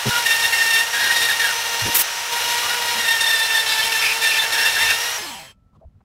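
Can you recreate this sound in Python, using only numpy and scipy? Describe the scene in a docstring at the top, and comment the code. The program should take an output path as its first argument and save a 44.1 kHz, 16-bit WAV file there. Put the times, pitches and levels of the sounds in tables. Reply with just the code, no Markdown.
"""At a workbench in a quiet workshop, a small handheld router cuts a recess in a wooden frame, close by.
The two cutting edges of its bit whine, rasp and chatter in the wood, and the work drags the speed down.
Its motor hums, its cooling fan rushes, and an air gun gives one short blast partway through.
The motor is switched off and runs down, and the wooden template scrapes and bumps as it is lifted away."""
import sys
import numpy as np
from scipy import signal
from scipy.fft import rfft, irfft, next_fast_len
from scipy.io import wavfile
from scipy.ndimage import uniform_filter1d, map_coordinates

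SR = 44100
rng = np.random.default_rng(int(sys.argv[2]) if len(sys.argv) > 2 else 0)


def file_out(sig):
    """Save sig as 16-bit WAV at sys.argv[1]."""
    # one column per channel
    cols = np.atleast_2d(sig).T
    # limit, then scale
    lim = np.clip(cols, -1, 1)
    pcm = np.round(lim * 32767).astype(np.int16)
    wavfile.write(sys.argv[1], SR, pcm)


N = 266348
TIME = np.arange(N) / SR

# how fast the shaft spins under power: (time [s], speed [turns per second])
SHAFT_SPEED = [(0, 478), (.21, 478), (.29, 458), (.48, 465), (.59, 458.5), (.78, 458), (.87, 469.5),
               (1.15, 471), (1.32, 464.5), (1.65, 465.5), (2.25, 470), (2.7, 478), (2.96, 474), (3.11, 459),
               (3.25, 460), (3.37, 451.5), (3.62, 451), (3.78, 442), (3.89, 455), (4.09, 446), (4.19, 457),
               (4.4, 447), (4.56, 458), (4.89, 453.5), (5.08, 475), (5.18, 478)]
# tones of the cutting edges: (multiple of shaft speed, dull stroke [relative dB],
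# sharp stroke [relative dB])
EDGE_TONES = [(2, -22.5, -21), (4, -0.5, -31.5), (6, -9, -10.5), (8, -35, 0.5), (10, -20.5, -16.5),
              (12, -16, -9.5), (14, -29.5, -18), (16, -31.5, -20), (18, -25.5, -15), (20, -26, -13.5),
              (24, -28, -21), (28, -28, -15)]
# the bit is pushed into the wood: (start [s], end [s], rasp [relative dB], chip hiss [relative dB],
# dull stroke [relative dB], sharp stroke [relative dB], overtone boost [dB])
PUSHES = [(0.065, 0.184, -26, -29, -46, -47, -6), (0.251, 0.398, -28, -28.5, -22.5, -29.5, 4.5),
          (0.423, 0.478, -26.5, -27.5, -22, -28.5, 0.5), (0.521, 0.665, -27.5, -28.5, -19, -37, 0.5),
          (0.667, 0.804, -29.5, -29.5, -17, -26, 1.5), (0.93, 1.13, -26, -30.5, -24, -33.5, -8.5),
          (1.15, 1.314, -26, -28.5, -21, -25, -1.5), (1.392, 1.506, -27.5, -31, -23.5, -36, -7),
          (1.54, 1.76, -31, -35.5, -31.5, -47, 3), (1.79, 1.945, -29, -33, -32.5, -52, -10),
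          (2.318, 2.67, -27.5, -31.5, -43, -55, -6), (2.682, 2.75, -26.5, -31, -31, -42, 7),
          (2.767, 2.99, -28, -32, -34, -50, 1), (2.995, 3.067, -28, -32.5, -26, -30, 3.5),
          (3.079, 3.162, -28.5, -32.5, -20, -24, -5), (3.206, 3.451, -29, -31.5, -20.5, -21.5, -2.5),
          (3.472, 3.605, -28.5, -32, -22, -24, 0), (3.66, 3.868, -26.5, -30.5, -26.5, -34, 3.5),
          (3.92, 4, -26.5, -29, -22, -28.5, 2), (4.018, 4.127, -27, -30.5, -29, -36, 6),
          (4.214, 4.305, -27.5, -29, -22, -27, 5), (4.33, 4.438, -26, -31, -26, -44, 5.5),
          (4.521, 4.625, -26.5, -31, -28, -30, 5), (4.648, 4.914, -26.5, -29.5, -24.5, -27, 5.5),
          (4.95, 5.09, -32.5, -34.5, -32.5, -45, 1)]
# the bit brushes the wood between pushes: (rasp [relative dB], chip hiss [relative dB],
# dull stroke [relative dB], sharp stroke [relative dB])
LIGHT_TOUCH = (-41, -44.5, -37.5, -49)
# the rasp of tearing wood: (frequency [Hz], relative level [dB])
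RASP_SPECTRUM = [(25, -35.5), (70, -17), (110, -10.5), (165, -16), (225, -10), (330, -13), (480, -9),
                 (800, -3.5), (1150, -8.5), (1700, 0), (2700, -0.5), (3200, 0), (4150, 1), (4750, -8),
                 (5400, -0.5), (7000, -25.5)]
# the hiss of flying chips: (frequency [Hz], relative level [dB])
CHIP_SPECTRUM = [(1500, -28), (4000, -5), (5500, 1.5), (6800, 0), (9000, -0.5), (10000, 0), (12700, -1.5),
                 (14000, -5.5), (15700, -10)]
# squeals of the bit: (start [s], end [s], start pitch [Hz], end pitch [Hz], level [dB], pitch blur [Hz])
SQUEALS = [(0.102, 0.194, 1434, 1419, -22.5, 2.5), (.52, 0.561, 2180, 2100, -26, 37),
           (0.937, 0.99, 1632, 1640, -21.5, 18), (0.975, 1.136, 1720, 1525, -25.5, 50),
           (1.283, 1.323, 1750, 1730, -23, 40), (1.396, 1.489, 1770, 1604, -23, 21),
           (1.482, 1.527, 1520, 1415, -26.5, 60), (2.62, 2.69, 1205, 1157, -33, 44),
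           (2.693, 2.76, 1450, 1420, -27.5, 18), (3.503, 3.517, 2660, 2660, -21, 50),
           (3.67, 3.768, 3930, 3740, -25.5, 380), (3.914, 3.96, 2610, 2560, -28, 160),
           (4.007, 4.14, 2450, 2460, -21, 220), (4.221, 4.267, 2290, 2370, -25.5, 110),
           (4.305, 4.39, 2470, 2440, -24.5, 170), (4.417, 4.46, 1690, 1674, -27, 80),
           (4.538, 4.702, 1662, 1755, -24, 89), (4.759, 4.806, 1687, 1696, -22.5, 100),
           (4.801, 4.85, 1960, 2130, -26, 180), (4.849, 4.932, 2740, 2480, -25, 130),
           (4.883, 4.933, 1704, 1589, -25.5, 140)]
# hum of the unbalanced rotor, the motor's spinning part: (multiple of shaft speed, relative level [dB])
HUM_TONES = [(1, -45.5), (2, -34.5), (3, -40.5), (4, -44), (5, -46), (6, -38.5), (7, -55.5), (8, -54),
             (9, -49.5), (11, -41.5)]
# whistle of the commutator, the motor's turning contacts: (multiple of shaft speed, relative level [dB])
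COMMUTATOR_TONES = [(12, -38), (24, -49)]
# whistle of the fan blades: (multiple of shaft speed, relative level [dB])
BLADE_TONES = [(13, -38.5), (26, -54), (29, -54.5)]
# how the two whistles swell and fade: (time [s], commutator boost [dB], fan blade boost [dB])
WHISTLE_BOOSTS = [(0, -4, -16), (.9, 2, -2), (1.5, -2, 5), (1.9, 2, 9), (2.15, -2, -1.5), (3.0, -3, -2),
                  (4.0, 1, -13), (4.95, 3, -4), (5.18, 7, -1)]
# the rush of cooling air: (frequency [Hz], relative level [dB])
FAN_SPECTRUM = [(24, -79.5), (40, -51), (117, -19), (171, -41), (431, -19), (464, -14), (868, -7.5),
                (935, -3), (1010, -10), (1840, -5.5), (1980, -8.5), (2880, -6), (4760, -12.5), (5530, -11),
                (15800, -24.5)]
# pitches at which the motor's case rings: (frequency [Hz], width [Hz], relative level [dB])
CASE_RINGS = [(230, 230, -6.5), (880, 220, 1), (1750, 91, -4), (2160, 170, -3), (2640, 140, -0.5),
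              (3180, 130, 3.5), (4180, 220, -4.5), (5100, 330, -6), (6250, 170, -8), (7700, 400, -5.5),
              (11040, 380, -8.5)]
# spurts of the air gun: (start [s], end [s], level [dB])
AIR_SPURTS = [(1.942, 1.972, -12.5), (1.983, 2.019, -14)]
# the hiss of the air jet: (frequency [Hz], relative level [dB])
JET_SPECTRUM = [(30, -33.5), (100, -14), (1000, -10), (2700, -3), (5000, -6), (8000, -3), (11000, -0.5),
                (13500, 4.5), (15000, 1), (15800, -3.5)]
# the template slides off in short scrapes: (start [s], end [s], level [dB])
SCRAPES = [(5.665, 5.686, -71), (5.72, 5.769, -59), (5.788, 5.81, -59)]
# wood rubbing on wood: (frequency [Hz], relative level [dB])
SCRAPE_SPECTRUM = [(200, -7), (800, -3), (1200, 2), (1700, -24), (3800, -22), (7500, -31), (15000, -42)]
# wood bumps on the bench: (start [s], length [s], pitch [Hz], pitch blur [Hz], level [dB])
BUMPS = [(.052, 0.04, 404, 230, -27.5), (0.055, .04, 224, 20, -25), (0.065, 0.034, 119, 6, -21.5),
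         (0.43, 0.05, 96, 47, -46), (1.816, 0.05, 110, 6, -29), (1.85, 0.055, 258, 140, -30.5),
         (2.948, 0.055, 225, 14, -43), (4.79, 0.15, 78, 32, -47), (5.756, 0.046, 173, 99, -53),
         (5.809, 0.048, 627, 87, -50.5), (5.848, 0.044, 79.5, 13, -41), (5.945, .045, 88, 20, -49.5),
         (6.004, 0.016, 790, 550, -61)]
# the background noise of the room: (frequency [Hz], relative level [dB])
ROOM_SPECTRUM = [(18, -32), (30, -3), (65, 2), (216, -5), (346, -24), (662, -23), (1170, -33.5),
                 (1340, -25.5), (1480, -36), (1730, -35.5), (15000, -53.5)]

PUSH_RISE_S, PUSH_RELEASE_S = 0.0092, 0.083
OFF_S, STOP_S = 5.18, 5.515  # the motor is switched off; the rotor stops
TOP_HZ = 15780  # upper limit of the treble


def cutting_edges(turns, flutter, dull, sharp, flat=0.007, grain_overtone=6):
    """The bit whines with two strokes a turn; each comes early or late, which blurs the high tones."""
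    dull = dull * amp(-1 + 2 * flutter)
    sharp = sharp * amp(-2.5 + 3 * flutter)
    angle = 2 * np.pi * (turns * (1 - flat) + 0.03 * wander(60) + 0.0061 * wander(700))
    whine = np.zeros(N)
    for k, dull_db, sharp_db in EDGE_TONES:
        level = np.hypot(dull * amp(dull_db), sharp * amp(sharp_db))
        if k == grain_overtone:
            level *= amp(grain_boost_db())
        flicker = amp(2.5 * wander(90))
        whine += level * flicker * np.cos(k * angle + 0.48 * wander(90) + 2 * np.pi * rng.random())
    return np.sqrt(2) * whine


def grain_boost_db(fade=0.018):
    """Each push meets the grain differently, which makes one overtone louder or softer."""
    return sum(db * gate(start - fade, end + PUSH_RELEASE_S, fade) for start, end, *_, db in PUSHES)


def tearing_wood(turns, flutter, rasp, chips):
    """Every stroke tears fibres and flings chips; the more the motor slows, the more the cut buzzes."""
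    speed, = curves(SHAFT_SPEED)
    slowdown = (speed.max() - speed) / np.ptp(speed)
    buzz_share = np.minimum(0.63 * slowdown ** 2, 0.5)
    strokes = 1 + 0.39 * np.cos(4 * np.pi * turns)
    puffs = strokes * amp(wander(900) + 1.3 * flutter)
    crackle = colour(fibre_noise(turns, 0.1, 0.3) * puffs, RASP_SPECTRUM)
    buzz = colour(rubbing(turns), RASP_SPECTRUM)
    grind = np.sqrt(1 - buzz_share) * crackle + np.sqrt(buzz_share) * buzz
    spray = colour(fibre_noise(turns, 0.1, 0.14) * puffs, CHIP_SPECTRUM)
    return amp(3) * rasp * grind + amp(0.5) * chips * spray


def fibre_noise(turns, half_turn_echo, full_turn_echo, steps=96):
    """Noise that partly repeats with every turn, as each edge meets nearly the same fibres again."""
    feedback = np.zeros(steps + 1)
    feedback[[0, steps // 2, steps]] = 1, -half_turn_echo, -full_turn_echo
    fibres = signal.lfilter([1], feedback, rng.standard_normal(2 * N))
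    return map_coordinates(fibres, [turns * steps], order=3)


def rubbing(turns):
    """The bit rubs the wall of the cut and buzzes with a stack of wavering tones."""
    buzz = np.zeros(N)
    for k in range(5, 15):
        level = amp(7.6 * wander(30))
        buzz += level * np.cos(2 * np.pi * (k * turns + rng.random()) + 0.11 * k * wander(70))
    return buzz


def chatter(octave_db=-10.5):
    """The bit bounces against the grain and squeals, out of tune with the shaft."""
    out, shake = np.zeros(N), amp(2 * wander(200))
    for start, end, hz, end_hz, db, blur in SQUEALS:
        at, envelope, phase = burst(start, end, hz, end_hz, blur)
        out[at] += np.sqrt(2) * amp(db) * envelope * (np.sin(phase) + amp(octave_db) * np.sin(2 * phase))
    return out * shake


def judder(jumps_per_s=23.58):
    """The cut's loudness jumps quickly and at random around its average."""
    jumps = rng.standard_normal(N // 100)[(TIME * jumps_per_s).astype(int)]
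    return unit(np.tanh(0.31 * uniform_filter1d(jumps, 200) + 0.4 * wander(90)))


def pushing(column, release):
    """One sound of the cut swells with each push, then sinks back to a light touch."""
    gain = np.full(N, amp(LIGHT_TOUCH[column]))
    for start, end, *levels_db in PUSHES:
        push = held(start - PUSH_RISE_S / 2, end, PUSH_RISE_S, release)
        gain = np.maximum(gain, amp(levels_db[column]) * push)
    return gain


def shaft_turns(coast_hz=448, coast_decay_s=0.218, step_s=0.0422):
    """Counts the shaft's turns; after switch-off the pitch falls in short sliding steps."""
    steps, part = np.divmod(np.maximum(TIME - OFF_S, 0), step_s)
    coasted_s = step_s * (steps + 0.5 + 0.4 * (part - 0.5))
    speed = np.where(TIME < OFF_S, curves(SHAFT_SPEED)[0], coast_hz * np.exp(-coasted_s / coast_decay_s))
    return np.cumsum(speed * (1 + 0.002015 * wander(70))) / SR


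def effort(gain, full_db, smooth_s=0.087):
    """How hard the cut works the motor, from 0 to 1, smoothed because the rotor is heavy."""
    return uniform_filter1d(np.minimum(gain / amp(full_db), 1), int(smooth_s * SR))


def motor(turns, load, contact):
    """Rotor, commutator and blades sing; contact passes the hum into the wood, load softens all three."""
    commutator_db, blades_db = curves(WHISTLE_BOOSTS)
    hum_db = -8 + 11.4 * contact - 7.6 * load ** 2
    out = np.zeros(N)
    for tones, boost_db in ((HUM_TONES, hum_db), (COMMUTATOR_TONES, commutator_db - 3 * load),
                            (BLADE_TONES, blades_db - 8 * load)):
        for k, db in tones:
            phase = 2 * np.pi * (k * turns + rng.random()) + 0.0049 * k * wander(200)
            flutter_db = 2.5 * wander(21.895)
            out += np.sqrt(2) * amp(db + boost_db + flutter_db) * np.cos(phase)
    return out


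def fan(powered, air_db=-26.5):
    """Cooling air rushes through the vents and dies away as the motor runs down."""
    coasting = run_down(start_db=-32.5, fall_db=23, release=0.007)
    return noise(FAN_SPECTRUM) * amp(air_db) ** powered * coasting ** (1 - powered)


def coasting_rotor(turns, shaft_db=12, commutator_db=8.5, uneven_db=16.5, rumble_gain=0.55):
    """The slowing rotor's tones slide down and ring the case, over the rumble of the bearings."""
    at = np.flatnonzero(gate(OFF_S, STOP_S + 0.05, 0.01))
    speed = np.gradient(turns)[at] * SR
    whirr, power = np.zeros((2, len(at)))
    for k, (strength, offset) in enumerate(rng.random((110, 2)), 1):
        on_commutator = k % COMMUTATOR_TONES[0][0] == 0
        db = shaft_db if k == 1 else max(uneven_db * strength ** 3, commutator_db * on_commutator)
        level = amp(db) * case_gain(k * speed) * (k * speed < TOP_HZ)
        whirr += level * np.cos(2 * np.pi * (k * turns[at] + offset))
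        power += level ** 2
    rumble_spectrum = rfft(rng.standard_normal(N)) * case_gain(np.fft.rfftfreq(N, 1 / SR))
    rumble = unit(irfft(rumble_spectrum, N))
    out = np.zeros(N)
    out[at] = unit(unit(whirr / np.sqrt(power)) + rumble_gain * rumble[at])
    return out * run_down(start_db=-31.5, fall_db=16, release=0.0093)


def case_gain(f, floor_db=-20.5):
    """The motor's case favours frequencies near those at which it rings."""
    peaks = sum(amp(2 * db) / (1 + ((f - hz) / width) ** 2) ** 2 for hz, width, db in CASE_RINGS)
    return np.sqrt(peaks + amp(2 * floor_db))


def run_down(start_db, fall_db, release):
    """A coasting sound fades ever faster and ends when the rotor stops."""
    progress = np.clip((TIME - OFF_S) / (STOP_S - OFF_S), 0, 1)
    return amp(start_db - fall_db * progress ** 2) * held(-1, STOP_S, 1, release)


def air_gun(leak_db=-17.5):
    """Compressed air leaves the nozzle in two quick spurts; the valve does not quite close in between."""
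    spurts = sum(amp(db) * held(start, end, 0.009, 0.005) for start, end, db in AIR_SPURTS)
    leak = amp(leak_db) * gate(AIR_SPURTS[0][0], AIR_SPURTS[-1][1], 0.005)
    return noise(JET_SPECTRUM) * np.maximum(spurts, leak)


def wood_handling():
    """The template scrapes off the frame, and wood bumps dully on the padded bench."""
    sliding = sum(amp(db) * held(start, end, 0.041, 0.004) for start, end, db in SCRAPES)
    out = noise(SCRAPE_SPECTRUM) * sliding
    for start, length, hz, blur, db in BUMPS:
        at, envelope, phase = burst(start, start + length, hz, hz, blur)
        out[at] += np.sqrt(2) * amp(db) * envelope * np.sin(phase)
    return out


def workshop(room_db=-57.5, tone_hz=1324, tone_db=-74):
    """The quiet room murmurs, with one faint tone that stops shortly before the end."""
    tone = np.sqrt(2) * amp(tone_db) * np.sin(2 * np.pi * tone_hz * TIME) * gate(0, 5.78, 0.05)
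    return amp(room_db) * noise(ROOM_SPECTRUM) + tone


def amp(db):
    """Turns decibels into a gain to multiply by."""
    return 10 ** (np.asarray(db) / 20)


def unit(x):
    """Scales a signal to an average strength (rms) of 1."""
    return x / np.sqrt(np.mean(x ** 2) + 1e-20)


def curves(rows):
    """Joins each column of a table with straight lines over time."""
    times, *columns = np.transpose(rows)
    return [np.interp(TIME, times, column) for column in columns]


def gate(start, end, fade):
    """Fades in to 1 after the start and back to 0 by the end."""
    return np.clip(np.minimum(TIME - start, end - TIME) / fade, 0, 1)


def held(start, end, rise, release):
    """Rises to 1, holds until the end time and then dies away."""
    return np.clip((TIME - start) / rise, 0, 1) * np.exp(-np.maximum(TIME - end, 0) / release)


def colour(x, spectrum):
    """Shapes a sound's lows and highs by a table, at strength 1."""
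    hz, db = np.transpose(spectrum)
    size = next_fast_len(N)
    f = np.fft.rfftfreq(size, 1 / SR)
    gain = amp(np.interp(np.log(f + 1), np.log(hz), db))
    return unit(irfft(rfft(x, size) * gain, size)[:N])


def noise(spectrum):
    """Random noise shaped by a table."""
    return colour(rng.standard_normal(N), spectrum)


def wander(rate):
    """A random curve of strength 1 that heads for a new value `rate` times a second."""
    return unit(np.interp(TIME * rate, np.arange(8000), rng.standard_normal(8000)))


def burst(start, end, hz, end_hz, blur):
    """A short gliding vibration, blurred by random drift: (sample positions, envelope, phase)."""
    at = np.arange(round(start * SR), min(round(end * SR), N))
    drift = rng.standard_normal(SR // 4)[:len(at)] * np.sqrt(2 * np.pi * blur / SR)
    drift = uniform_filter1d(drift, max(int(SR / (4 * blur + hz / 2)), 1))
    phase = np.cumsum(2 * np.pi * np.linspace(hz, end_hz, len(at)) / SR + drift)
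    return at, signal.windows.tukey(len(at), 0.31), phase


def scene():
    """Adds up router, air gun, wood handling and room, the same in both channels."""
    turns, flutter = shaft_turns(), judder()
    powered = gate(-1, 5.205, 0.037)
    rasp, chips = pushing(0, PUSH_RELEASE_S), pushing(1, PUSH_RELEASE_S)
    dull, sharp = pushing(2, release=0.04), pushing(3, release=0.013)  # the sharp stroke stops first
    load, contact = effort(dull, full_db=-25.5), effort(rasp, full_db=-28.5)
    running = motor(turns, load, contact) + cutting_edges(turns, flutter, dull, sharp)
    running += tearing_wood(turns, flutter, rasp, chips) + chatter()
    router = powered * running + fan(powered) + coasting_rotor(turns)
    mix = router + air_gun() + wood_handling() + workshop()
    return np.array([mix, mix])


def record(dry):
    """Cuts off the very highest treble."""
    low_pass = signal.firwin(511, TOP_HZ, window=("kaiser", 9), fs=SR)
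    return signal.oaconvolve(dry, low_pass[None], "same")


dry = scene()
out = record(dry)
file_out(out)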